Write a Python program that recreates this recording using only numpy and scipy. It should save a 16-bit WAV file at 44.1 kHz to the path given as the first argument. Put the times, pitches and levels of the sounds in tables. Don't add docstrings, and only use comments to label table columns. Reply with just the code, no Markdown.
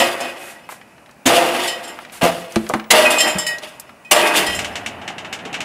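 import sys
import numpy as np
from scipy import signal
from scipy.fft import rfft, irfft, next_fast_len
from scipy.io import wavfile
from scipy.ndimage import uniform_filter1d, map_coordinates

SR = 44100
rng = np.random.default_rng(int(sys.argv[2]) if len(sys.argv) > 2 else 0)


def unload_wav(signal):
    wavfile.write(
        sys.argv[1],
        SR,
        np.round(np.clip(np.atleast_2d(signal).T, -1, 1) * 32767).astype(np.int16),
    )


N = 248724
TIME = np.arange(N) / SR
AGE = TIME[:SR]

# f/Hz, level/dB
JINGLE_SPECTRUM = [(1500, -13), (2800, 11.5), (3700, 5), (6200, 0.5), (7800, 1), (10000, 2), (12000, -5.5),
                   (15500, -11.5)]


def amp(db):
    return 10 ** (np.asarray(db) / 20)


def unit(x):
    return x / np.sqrt(np.mean(x ** 2) + 1e-20)


def along(points, hz):
    freqs, values = np.transpose(points)
    return np.interp(np.log(hz + 1), np.log(freqs), values)


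def filtered(x, response):
    size = next_fast_len(len(x) + 8192)
    return irfft(rfft(x, size) * response(np.fft.rfftfreq(size, 1 / SR)), size)[:len(x)]


def coloured(x, spectrum):
    return unit(filtered(x, lambda hz: amp(along(spectrum, hz))))


def noise(spectrum, size):
    return coloured(rng.standard_normal(size), spectrum)


def resonance(hz, centre, width):
    return 1j * hz * width / (centre ** 2 - hz ** 2 + 1j * hz * width)


def resonate(x, modes):
    return unit(filtered(x, lambda hz: sum(amp(db) * resonance(hz, f, width) for f, width, db in modes)))


def fade(t60):
    return np.exp(-np.log(1000) * AGE / max(t60, 1e-3))


def onset(rise_s):
    return 1 - np.exp(-AGE / rise_s)


def ring(hz, t60):
    return np.sin(2 * np.pi * (hz * AGE + rng.random())) * fade(t60)


def swell(start, rise_s, hold_s, fall_db_per_s, drop_db=0, drop_s=0.05):
    age = np.maximum(TIME - start, 0)
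    late = np.maximum(age - hold_s, 0)
    fallen_db = fall_db_per_s * late + drop_db * (1 - np.exp(-late / drop_s))
    return (1 - np.exp(-age / rise_s)) * amp(-fallen_db)


def wobble(rate, size):
    values = rng.standard_normal(int(size * rate / SR) + 4)
    return map_coordinates(values, [np.arange(size) * rate / SR], order=1)


def add(track, t, sound):
    start = round(t * SR)
    sound, start = sound[max(-start, 0):], max(start, 0)
    track[start:start + len(sound)] += sound[:N - start]


def collisions(rate, spread_db, clump_db=4):
    kicks = (rng.random(N) < rate / SR) * rng.choice([-1, 1], N)
    return kicks * amp(spread_db * rng.uniform(-1.3, 1, N) + clump_db * wobble(55, N))


def mesh_ring(t60, click, count):
    hz = (300 + 15500 * rng.random(count) ** 1.5).astype(int)
    spectrum = np.zeros(SR // 2 + 1, complex)
    spectrum[hz] = hz ** (1 / 6) * np.exp(2j * np.pi * rng.random(count))
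    wires = irfft(spectrum, SR) * fade(t60)
    tick = rng.standard_normal(SR) * fade(0.016)
    return unit(wires) + click * unit(tick)


def rattle(spectrum, rate, spread_db, t60, click):
    ringing = signal.fftconvolve(collisions(rate, spread_db), mesh_ring(t60, click=0, count=520))[:N]
    clicks = signal.fftconvolve(collisions(rate, spread_db), rng.standard_normal(SR) * fade(0.0056))[:N]
    return coloured(unit(ringing) + click * unit(clicks), spectrum)


def singing_wires():
    # f/Hz, width/Hz, level/dB
    modes = [(1930, 17, -1.5), (2550, 5, 1), (2926, 25, -6.5), (5220, 32, -15.5)]
    song = resonate(collisions(rate=1300, spread_db=12, clump_db=10), modes)
    return song / np.sqrt(np.abs(uniform_filter1d(song ** 2, size=4400)) + 0.1)


def panel_drone(side_hz, side_db, lid_hz, lid_db, frame_db, upper_db, width_hz=19):
    # f/Hz, width/Hz, level/dB
    frame_modes = [(254, 3.6, 5.5), (353, 12.2, 7), (416, 48, -40)]
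    # f/Hz, width/Hz, level/dB
    upper_modes = [(611.5, 20, 2.5), (688, 8, -1.5), (798, 61, -11.5), (947, 61, -12.5), (1162, 40, -8),
                   (1350, 38, -42)]
    modes = [(side_hz, 1.6 * width_hz, side_db), (lid_hz, width_hz, lid_db)]
    modes += [(hz, width, db + frame_db) for hz, width, db in frame_modes]
    modes += [(hz, width, db + upper_db) for hz, width, db in upper_modes]
    drone = resonate(collisions(rate=900, spread_db=-2, clump_db=-0.5), modes)
    return drone / np.sqrt(np.abs(uniform_filter1d(drone ** 2, size=2600)) + 0.038)


def shaking_cage():
    # t/s, panel/dB, mesh/dB, jingle/dB, hold/s, drop after the hold/dB
    shakes = [(-0.02, -12, -14, -22.5, 0.035, 10.5), (1.255, -12.5, -19, -25, .135, 2),
              (2.211, -10, -19.5, -27, 0.056, 16), (2.903, -11, -15.5, -23.5, 0.078, 1),
              (4.111, -14, -14, -22.5, 0.054, 2)]
    # side/Hz, side/dB, lid/Hz, lid/dB, frame/dB, upper/dB
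    dents = [(545, 3, 678, 4, -5, -8), (522, 2, 680, 5, -6, -4), (517, 2, 664, 4, -10, -5),
             (485, -3, 625, 6, -10, 4), (472, 2, 685, 2, -8, 8)]
    # t/s, length/s, panel/dB, mesh/dB, jingle/dB
    rebounds = [(0.198, 0.02, -24.5, -30.5, -40), (1.535, 0.099, -29, -24.5, -31.5),
                (3.232, 0.027, -27, -20.5, -34), (3.617, 0.023, -40, -34, -42.5),
                (4.335, 0.033, -28, -16.5, -22)]
    # f/Hz, level/dB
    mesh_spectrum = [(40, -29), (90, -20), (200, 6), (400, 0.5), (850, 4.5), (1400, -1), (1950, 3),
                     (2800, -1), (3700, -27), (6000, -49)]
    panel_rise_s, wire_rise_s = 0.018, 0.0029
    clatter = rattle(mesh_spectrum, rate=900, spread_db=1.5, t60=0.3, click=0.51)
    jingle = amp(6) * rattle(JINGLE_SPECTRUM, rate=760, spread_db=-2.5, t60=0.15, click=0.57)
    song, out = singing_wires(), np.zeros(N)
    next_times = [row[0] for row in shakes[1:]] + [np.inf]
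    for (t, panel_db, mesh_db, jingle_db, hold, drop_db), next_t, dent in zip(shakes, next_times, dents):
        gains = np.array([
            amp(panel_db) * swell(t, panel_rise_s, hold, fall_db_per_s=46, drop_db=drop_db),
            amp(mesh_db) * swell(t, wire_rise_s, hold, fall_db_per_s=38.5, drop_db=drop_db),
            amp(jingle_db) * swell(t, wire_rise_s, hold, fall_db_per_s=47, drop_db=drop_db)])
        for start, length, *levels_db in rebounds:
            if t < start < next_t:
                scrape = swell(start, rise_s=0.0077, hold_s=length, fall_db_per_s=139)
                gains = np.hypot(gains, amp(levels_db)[:, None] * scrape)
        panel_gain, mesh_gain, jingle_gain = gains
        song_gain = amp(mesh_db - 16) * swell(t, panel_rise_s, hold, fall_db_per_s=27, drop_db=drop_db / 2)
        out += panel_gain * panel_drone(*dent)
        out += mesh_gain * clatter + jingle_gain * jingle + song_gain * song
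    return out


def bar_blows():
    # t/s, level/dB, contact time/s
    blows = [(-0.01, -15.5, 0.013), (0.203, -25, 0.012), (1.257, -9, 0.031), (2.229, -17, 0.015),
             (2.26, -45, 0.0028), (2.904, -1, 0.017), (3.204, -20, 0.0068), (4.11, -1, 0.017),
             (4.353, -17, 0.057)]
    # f/Hz, level/dB
    crash_spectrum = [(60, -22.5), (250, -8.5), (700, -14.5), (2000, 4.5), (3200, 1), (5000, -2.5),
                      (8000, 0), (11000, -6), (15500, -15)]
    out = np.zeros(N)
    for t, db, contact_s in blows:
        rake = noise(crash_spectrum, SR) * np.exp(-(AGE / contact_s) ** 2) * onset(0.004)
        mesh = mesh_ring(t60=1.0, click=9.0, count=400)
        add(out, t, amp(db) * signal.fftconvolve(rake, mesh / np.linalg.norm(mesh))[:SR])
    return out


def chatter(hz, t60, detune=0.00247, rough=0.38):
    cycles = hz * (1 + detune * rng.normal()) * AGE + rng.random()
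    tone = np.sin(2 * np.pi * cycles + rough * wobble(115.6, SR))
    flicker = np.exp(rough * wobble(70, SR))
    return tone * flicker * fade(t60)


def pings(vary_db=0.5, focus_db_per_octave=7, stray_db=-15.5):
    # t/s, rod/dB, wire/dB, hook/dB, favoured f/Hz
    strikes = [(0.0, -26, -29, -25.5, 3000), (0.204, -37.5, -42, -31.5, 2820),
               (0.41, -56, -52, -41.5, 2500), (1.676, -27.5, -33.5, -34, 3560),
               (1.838, -47, -40.5, -42, 5230), (1.877, -41, -46, -52, 11100),
               (2.988, -38, -25.5, -41, 1880), (3.053, -36, -28.5, -16, 2500),
               (3.105, -30, -23.5, -6.5, 10000), (3.183, -24, -28, -24, 3460),
               (3.204, -25.5, -19.5, -32, 6500), (3.275, -30, -27.5, -18, 7000),
               (3.384, -27, -36, -57, 5500), (3.466, -24, -50, -34, 2140), (4.048, -56, -57, -39.5, 2500),
               (4.126, -27, -28, -23, 7100), (4.228, -49, -37, -19.5, 2500), (4.465, -40, -25.5, -26, 4700),
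               (4.528, -44, -33.5, -46, 2560), (4.548, -33.5, -34.5, -46, 7900)]
    # f/Hz, level/dB, t60/s
    rod = [(1900, 6.5, 0.57), (2996, 4, 0.35), (3670, -8, 0.58), (5050, 1.5, 0.38), (5310, 5.5, 0.25),
           (7020, 2.5, 0.25), (7560, 10, 0.2), (7850, -17, 0.2), (9100, -12, 0.38), (9200, 9, 0.11),
           (11000, -13, 0.41), (11430, -15, 0.23), (13600, -10, .25)]
    wire = [(1935, 8, 0.86), (3124, 4.5, 0.62), (4060, -7.5, 0.74), (5160, -4, 0.41), (5750, -17, 0.9),
            (6700, -24, 0.24), (8130, 3.5, 0.052), (9500, -14, 0.2), (12500, -5, .3), (14500, -12, .25)]
    hook = [(2516, 3, 1), (7850, -29, 0.4), (9000, -10.5, 0.18)]
    free_s, landed_db_per_s = 0.087, 200
    envelope = onset(0.0014) * amp(-landed_db_per_s * np.maximum(AGE - free_s, 0))
    out = np.zeros(N)
    for t, rod_db, wire_db, hook_db, favoured_hz in strikes:
        for part_db, modes in ((rod_db, rod), (wire_db, wire), (hook_db, hook)):
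            tone = np.zeros(SR)
            for hz, db, t60 in modes:
                loss_db = focus_db_per_octave * abs(np.log2(hz / favoured_hz))
                tone += amp(db - loss_db + vary_db * rng.normal()) * chatter(hz, t60)
            add(out, t, amp(part_db) * tone * envelope)
        nearby_wires = coloured(mesh_ring(t60=0.21, click=0.13, count=40), JINGLE_SPECTRUM)
        add(out, t, amp(max(rod_db, wire_db) + stray_db) * nearby_wires)
    return out


def frame_thumps():
    # t/s, level/dB, f/Hz, t60/s
    thumps = [(0.0, -30, 229, 0.49), (1.257, -6.5, 270, 0.13), (1.53, -41, 105, 0.18), (2.223, -29, 89, .2),
              (2.562, -14, 60.3, 0.037), (3.267, -23, 240, 0.096), (3.352, -12.5, 190, 0.098),
              (4.385, -29.5, 188, 0.53), (4.482, -32, 69.4, 0.3), (4.559, -33.5, 90.3, 1.4),
              (5.1, -20, 810, 0.043), (5.456, -21, 445, 0.079)]
    out = np.zeros(N)
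    for t, db, pitch, t60 in thumps:
        thud = unit(filtered(rng.standard_normal(SR), lambda hz: resonance(hz, pitch, 1.9 * pitch) ** 2))
        add(out, t, amp(db) * (0.5 * thud * fade(t60) + ring(pitch, t60)) * onset(0.0044))
    return out


def room_echo(x):
    # f/Hz, t60/s
    decay_times = [(100, 0.72), (700, 0.44), (2500, 0.43), (8000, 0.1), (15000, 0.14)]
    hz, t, bands = signal.stft(rng.standard_normal(SR), SR, nperseg=256)
    decay = np.exp(-np.log(1000) * t / along(decay_times, hz)[:, None])
    tail = signal.istft(bands * decay, SR, nperseg=256)[1]
    tail *= 1 - np.exp(-np.arange(len(tail)) / SR / 0.0014)
    return signal.fftconvolve(x, tail / np.linalg.norm(tail))[:N]


def background():
    # f/Hz, level/dB
    spectrum = [(15, -47), (25, -46), (55, -6.5), (100, -2), (227, 4), (469, -5.5), (582, 1.5),
                (1620, -7.5), (2120, -12), (2490, -5), (3170, -21), (10400, -22), (15500, -33)]
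    return amp(-48) * noise(spectrum, N)


def spray():
    # t/s, level/dB, rise/s, length/s
    showers = [(0.365, -38.5, .035, 0.15), (0.693, -35, .012, 0.021), (2.119, -37.5, .003, 0.056),
               (2.303, -42, .01, 0.11), (2.495, -44.5, .01, 0.28)]
    # f/Hz, level/dB
    spectrum = [(100, -34), (700, -2), (2000, 1), (5000, -8), (9500, -4), (12500, -8.5), (15500, -19.5)]
    flow = sum(amp(db) * swell(t, rise, length, fall_db_per_s=272) for t, db, rise, length in showers)
    return flow * noise(spectrum, N)


def falling_scraps():
    # t/s, level/dB, f/Hz
    landings = [(0.69, -24, 930), (0.722, -27, 860), (0.814, -39.5, 1690), (0.898, -55, 1680),
                (0.95, -67, 1490), (0.98, -44.5, 1540), (1.06, -44.5, 2160), (1.092, -41, 1186),
                (1.111, -49, 5030), (1.989, -28, 1240), (2.05, -34.5, 1990), (2.097, -36.5, 1910),
                (2.522, -35.5, 6140), (2.666, -29.5, 1710), (2.691, -28, 6350), (2.797, -26, 1540),
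                (2.842, -36, 1800), (3.584, -30, 4220), (3.634, -31, 2370), (3.798, -27.5, 9130),
                (3.893, -35, 1250)]
    out = np.zeros(N)
    for t, db, pitch in landings:
        tick = filtered(rng.standard_normal(SR), lambda hz: resonance(hz, pitch, 1.28 * pitch) ** 2 + 0.048)
        add(out, t, amp(db) * unit(tick) * (fade(0.046) + 0.56 * fade(0.011)))
    return out


def shell_crack(pitch):
    # f/Hz, level/dB
    spectrum = [(30, 1), (150, 4.5), (350, 8.5), (650, 6.5), (1000, -0.5), (1700, -6.5), (3000, -11),
                (6000, -14.5), (10000, -14), (15000, -26)]
    crack = unit(filtered(noise(spectrum, SR), lambda hz: resonance(hz, pitch, 0.98 * pitch)))
    return crack * (fade(0.0077) + 0.73 * fade(0.07))


def bouncing_bottle(slap_hz=720):
    # t/s, crack/dB, crack/Hz, slap delay/s, slap/dB, boom/dB, boom/Hz
    bounces = [(2.213, -25, 1230, .016, -21, -14, 175), (2.559, -14, 2630, 0.0052, -15.5, -9.5, 220),
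               (2.698, -15.5, 1100, 0.0049, -13.5, -40, 218), (2.7373, -8, 1320, .0125, -22, -17, 217.3)]
    out = np.zeros(N)
    for t, crack_db, crack_hz, delay, slap_db, boom_db, boom_hz in bounces:
        boom = (ring(boom_hz, t60=0.25) + 1.2 * ring(1.52 * boom_hz, t60=0.086)) * onset(0.0007)
        add(out, t, amp(crack_db) * shell_crack(crack_hz))
        add(out, t + delay, amp(slap_db) * shell_crack(slap_hz) + amp(boom_db) * boom)
    return out


def shuddering_wall():
    # t/s, level/dB
    shoves = [(4.35, -32.5), (5.41, -35)]
    # f/Hz, level/dB
    spectrum = [(24, -28), (45, -24.5), (88, 0.5), (135, -2.5), (223, 4.5), (502, -3), (718, 6), (1080, -4),
                (1700, -4.5), (1870, -4.5), (2310, -9), (3010, -6.5), (3230, -19), (4730, -29), (7450, -47),
                (9900, -42), (12000, -47), (15600, -62), (22000, -120)]
    shudders = [amp(db) * swell(t, rise_s=0.04, hold_s=0.21, fall_db_per_s=4.5) for t, db in shoves]
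    return np.linalg.norm(shudders, axis=0) * noise(spectrum, N) * amp(0.43 * wobble(25, N))


def metal_clacks(rise_cycles=5.8):
    # t/s, level/dB, treble cutoff/Hz (higher for a harder knock)
    clacks = [(4.59, -20.5, 12300), (4.645, -22.5, 9200), (4.755, -22.5, 8700), (4.861, -22, 9000),
              (5.014, -32.5, 3040), (5.077, -24, 5800), (5.181, -26.5, 4770), (5.246, -27.5, 2730),
              (5.327, -22, 10100), (5.388, -32.5, 3450), (5.451, -28.5, 5000), (5.528, -29, 7000),
              (5.541, -21, 4660), (5.604, -21.5, 7100)]
    # f/Hz, level/dB
    spectrum = [(80, -28), (300, -16), (1400, -3.5), (2200, 1.5), (3100, 2), (4500, -7), (7200, -4.5),
                (10000, -11.5), (15000, -22)]
    out, body = np.zeros(N), noise(spectrum, SR)
    for t, db, cutoff in clacks:
        soften = lambda x: unit(filtered(x, lambda hz: 1 / (1 + (hz / cutoff) ** 2)))
        ringing = soften(body + 0.43 * noise(spectrum, SR)) * fade(0.14)
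        click = 1.15 * soften(noise(spectrum, SR)) * fade(0.03)
        add(out, t, amp(db) * (ringing + click) * onset(rise_cycles / cutoff))
    return out


def scene():
    hits = bar_blows() + bouncing_bottle() + falling_scraps() + metal_clacks() + frame_thumps()
    cage = shaking_cage() + pings()
    return (hits + amp(-14) * room_echo(hits) + cage + shuddering_wall() + spray() + background())[None]


def record(dry):
    ceiling, top_hz = 0.95, 15600
    squashed = dry[0] / (1 + np.abs(dry[0] / ceiling) ** 6) ** (1 / 6)
    return filtered(squashed, lambda hz: hz < top_hz)[None]


dry = scene()
out = record(dry)
unload_wav(out)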